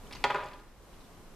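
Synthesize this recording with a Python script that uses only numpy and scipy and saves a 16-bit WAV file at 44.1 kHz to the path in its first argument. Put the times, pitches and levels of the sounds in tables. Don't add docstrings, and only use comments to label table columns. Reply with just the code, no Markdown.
import sys
import numpy as np
from scipy import signal
from scipy.fft import rfft, irfft
from scipy.io import wavfile
from scipy.ndimage import uniform_filter1d

SR = 44100
rng = np.random.default_rng(int(sys.argv[2]) if len(sys.argv) > 2 else 0)


def wrap_up_sound(samples):
    columns = np.atleast_2d(samples).T
    tamed = np.clip(columns, -1, 1)
    steps = np.round(tamed * 32767).astype(np.int16)
    wavfile.write(sys.argv[1], SR, steps)


def field_ratio(decibels):
    return 10 ** (np.asarray(decibels, dtype=float) / 20)


N = 59535
LEFT_RIGHT = np.array([[1], [-1]])


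def on_log(table, hz):
    table_hz, value = np.array(table).T
    return np.interp(np.log(hz), np.log(table_hz), value)


def unit(x):
    return x / np.sqrt(np.mean(x ** 2))


def band(x, hz, octaves):
    f = np.maximum(np.fft.rfftfreq(x.shape[-1], 1 / SR), 1)
    bell = np.exp(-.5 * (np.log2(f / hz) / octaves) ** 2)
    return irfft(rfft(x) * bell, x.shape[-1])


def walk(rate):
    k = int(SR / rate)
    held = np.repeat(rng.standard_normal(N // k + 1), k)
    return uniform_filter1d(uniform_filter1d(held, k), k)[:N]


def add(out, s, x):
    i = int(s * SR)
    out[i:i + len(x)] += x[:len(out) - i]


def contact_crack(noise, contact_ms):
    lead = 64
    t = np.arange(len(noise)) / SR
    grit = noise * np.exp(-t * 1000 / (28.5 * contact_ms)) * contact_ms
    snap = (t == 0) * 2.2 * (1 - contact_ms) ** 2
    burst = np.roll(grit + snap, lead)
    crack = band(burst, 2410, 0.57) + field_ratio(-29.5) * band(burst, 5500, 0.99)
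    return crack / np.abs(crack).max(), lead / SR


# (frequency [Hz], level [dB], decay t60 [s])
SHELL_MODES = [(262, -16, .15), (411, -11, .15), (543, -6, .15), (826, 0, .105), (935, -5, .09),
               (992, 1, .11), (1195, -5, .1), (1253, -8, .13), (1438, -5, .11), (1610, -8, .07),
               (1760, -9, .1), (2120, -11, .07), (2480, -10, .09), (3500, -18, .04)]
# (frequency [Hz], level [dB], decay t60 [s])
DESK_MODES = [(61, -28, 0.13), (138, -14, 0.13), (192, -21, 0.065), (380.2, -14, 0.21), (598.5, -7, 0.13),
              (717, -10, 0.14), (1084, -12, 0.11), (1938, -5.5, 0.053)]
# (time [s], ring level [dB], contact time [ms], crack level [dB])
CONTACTS = [(.110, -51, 0.29, -43.5), (.151, -52, 0.39, -46), (.2407, -25, 0.165, -13.5),
            (0.2427, -36.5, 0.11, -23), (0.2465, -42, 0.16, -22), (.294, -34, 0.44, -42),
            (0.3004, -28, 0.11, -34), (0.32, -32.5, 0.36, -40), (.3065, -61, 0.24, -26),
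            (0.3441, -26.5, 0.23, -35), (.349, -33, 0.12, -30), (.358, -37.5, 0.3, -33),
            (.370, -31.5, 0.65, -47), (0.382, -35, 0.25, -44), (0.391, -34.5, 0.35, -50),
            (.403, -37.5, 0.61, -41), (.424, -33, 0.49, -46.5), (.433, -47, .5, -48),
            (0.463, -81, 0.88, -45.5), (.452, -39, 0.17, -48), (.484, -68, 0.58, -53),
            (.513, -49, 0.45, -47.5), (.533, -49.5, 0.28, -41.5), (.592, -54, 0.18, -48)]


def hull_on_desk():
    late_cycles, rise_per_contact = 1.4, 1.0
    scatter_db, detune = 2.5, .007
    out, t = np.zeros(N), np.arange(SR // 3) / SR
    hz, mode_db, t60 = np.vstack([SHELL_MODES, DESK_MODES]).T[:, :, None]
    node_phase = .38 * np.arange(len(hz))[:, None]
    decay = np.exp(-np.log(1000) * t / t60)
    chance = rng.standard_normal((len(CONTACTS), 3, len(hz), 1))
    noises = rng.standard_normal((len(CONTACTS), 2048))
    for (s, db, ms, crack_db), (level, pitch, phase), noise in zip(CONTACTS, chance, noises):
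        push = 1 / (1 + (hz * ms / 1000 * 2) ** 2)
        rise_s = late_cycles / hz + ms * rise_per_contact / 1000
        bloom = 1 - np.exp(-(t / rise_s) ** 2)
        turns = hz * (1 + detune * pitch) * t + node_phase + 0.11 * phase
        ring = np.sin(2 * np.pi * turns) * decay
        strength = field_ratio(mode_db + scatter_db * level) * push
        add(out, s, field_ratio(db) * np.sum(strength * bloom * ring, axis=0))
        crack, lead_s = contact_crack(noise, ms)
        add(out, s - lead_s, field_ratio(crack_db) * crack)
    return out


# (time [s], level [dB], centre frequency [Hz], length [ms])
CREASES = [(.069, -58, 3200, 3), (.075, -60, 6500, 5), (.125, -44, 3500, 3), (.125, -57, 9700, 9),
           (.128, -52, 2500, 11), (.128, -50, 4800, 11), (.150, -52, 4400, 9), (.151, -55, 990, 4),
           (.154, -56, 6500, 9), (.158, -57, 2400, 16), (.241, -50, 6500, 14), (.302, -56, 7200, 6),
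           (.345, -53, 7300, 6), (.437, -55, 4700, 4), (.438, -61, 8000, 12), (.459, -52, 4700, 3),
           (.459, -60, 7000, 6), (.485, -56, 4000, 2), (.485, -58, 5600, 2), (.486, -63, 7500, 3),
           (.533, -58, 4800, 9), (.535, -64, 10000, 12), (.597, -63, 4500, 4), (.93, -65, 3300, 15),
           (1.005, -65, 4600, 15), (1.04, -65, 4000, 15)]


def newspaper():
    grains_per_ms, grain_cycles = 2.5, 4.0
    thinning_db, spread_db = 5.0, 2.0
    out, t = np.zeros(N), np.arange(400) / SR
    luck = rng.random((len(CREASES), 40, 3))
    for (s, db, hz, ms), u in zip(CREASES, luck):
        for k, (when, pitch, size) in enumerate(u[:1 + int(ms * grains_per_ms)]):
            late = when * (k > 0)
            f = hz * 2 ** (0.046 * ms * (pitch - .5))
            grain = np.sin(2 * np.pi * f * t) * np.exp(-t * f / grain_cycles)
            grain_db = db - thinning_db * late - spread_db * np.log(size + 0.036) + 1.5
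            add(out, s + late * ms / 1000, field_ratio(grain_db) * grain)
    return out


def microphone_pair(near):
    return near + field_ratio(-12) * np.gradient(near) * LEFT_RIGHT


# (frequency [Hz], t60 [s])
ROOM_DECAY = [(200, 0.42), (1000, 0.72), (3000, 0.64), (9000, 0.1)]
# (frequency [Hz], level [dB])
ROOM_COLOUR = [(200, 3), (1000, 2), (1800, 4.5), (3500, 1.5), (9000, 7.5)]
# (frequency [Hz], side over mid [dB])
ROOM_WIDTH = [(200, -32), (600, -18), (2000, -11), (8000, 2)]


def room(x):
    gap_s = .006
    t = np.arange(SR * 3 // 4) / SR
    build = 1 - np.exp(-(t / gap_s) ** 2)
    tail = 0
    for hz in 150 * 2 ** np.arange(0, 7., .5):
        mid, side = (unit(band(rng.standard_normal(len(t)), hz, 0.21)) * np.sqrt(hz / 1000) for _ in range(2))
        fade = field_ratio(on_log(ROOM_COLOUR, hz) - 60 * t / on_log(ROOM_DECAY, hz)) * build
        tail = tail + fade * (mid + field_ratio(on_log(ROOM_WIDTH, hz)) * side * LEFT_RIGHT)
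    return field_ratio(-15 - 44.5) * signal.fftconvolve(x[None], tail, axes=1)[:, :N]


# (frequency [Hz], density [dB per Hz])
FLOOR_SPECTRUM = [(12, -27), (20, 4.5), (82, -12), (306, -13.5), (760, -21.5), (1000, -20.5), (1790, -29.5),
                  (13300, -41.5), (14500, -41.5)]
# (frequency [Hz], side over mid [dB])
FLOOR_WIDTH = [(60, -11), (110, -8.5), (200, -12), (380, -12), (700, -10), (1280, -8.5), (2370, -2.5),
               (4370, -2), (8050, 1), (14900, -2)]


def rumble_and_hiss():
    swell_db, flicker_db = .3, .8
    out, swell = 0, walk(8)
    for hz in 22 * 2 ** np.arange(0, 9.6, .5):
        mid, side = (unit(band(rng.standard_normal(N), hz, 0.29)) * np.sqrt(hz) for _ in range(2))
        wavering = min(1., 600 / hz)
        db = on_log(FLOOR_SPECTRUM, hz) + (swell_db * swell + flicker_db * walk(9.3)) * wavering
        out = out + field_ratio(db) * (mid + field_ratio(on_log(FLOOR_WIDTH, hz)) * side * LEFT_RIGHT)
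    return field_ratio(-51) * out / np.sqrt(np.mean(out.mean(axis=0) ** 2))


def scene():
    near = hull_on_desk() + newspaper()
    return microphone_pair(near) + room(near) + rumble_and_hiss()


# (time [s], gain [dB])
CAMERA_GAIN = [
    (0, 1.5),
    (.23, 3.5),
    (.3, 1),
    (.6, -3),
    (.76, -5),
    (.83, -3),
    (.93, -0.5),
    (1.35, -1),
]


def gain_control(x):
    gain_db = np.interp(np.arange(N) / SR, *np.array(CAMERA_GAIN).T)
    return x * field_ratio(gain_db)


def band_limit(x):
    return signal.sosfilt(signal.butter(12, 15460, fs=SR, output="sos"), x)


def record(dry):
    top_cut = signal.ellip(10, .2, 50, 14150, fs=SR, output="sos")
    mix = signal.sosfilt(top_cut, gain_control(dry))
    return band_limit(mix)


dry = scene()
out = record(dry)
wrap_up_sound(out)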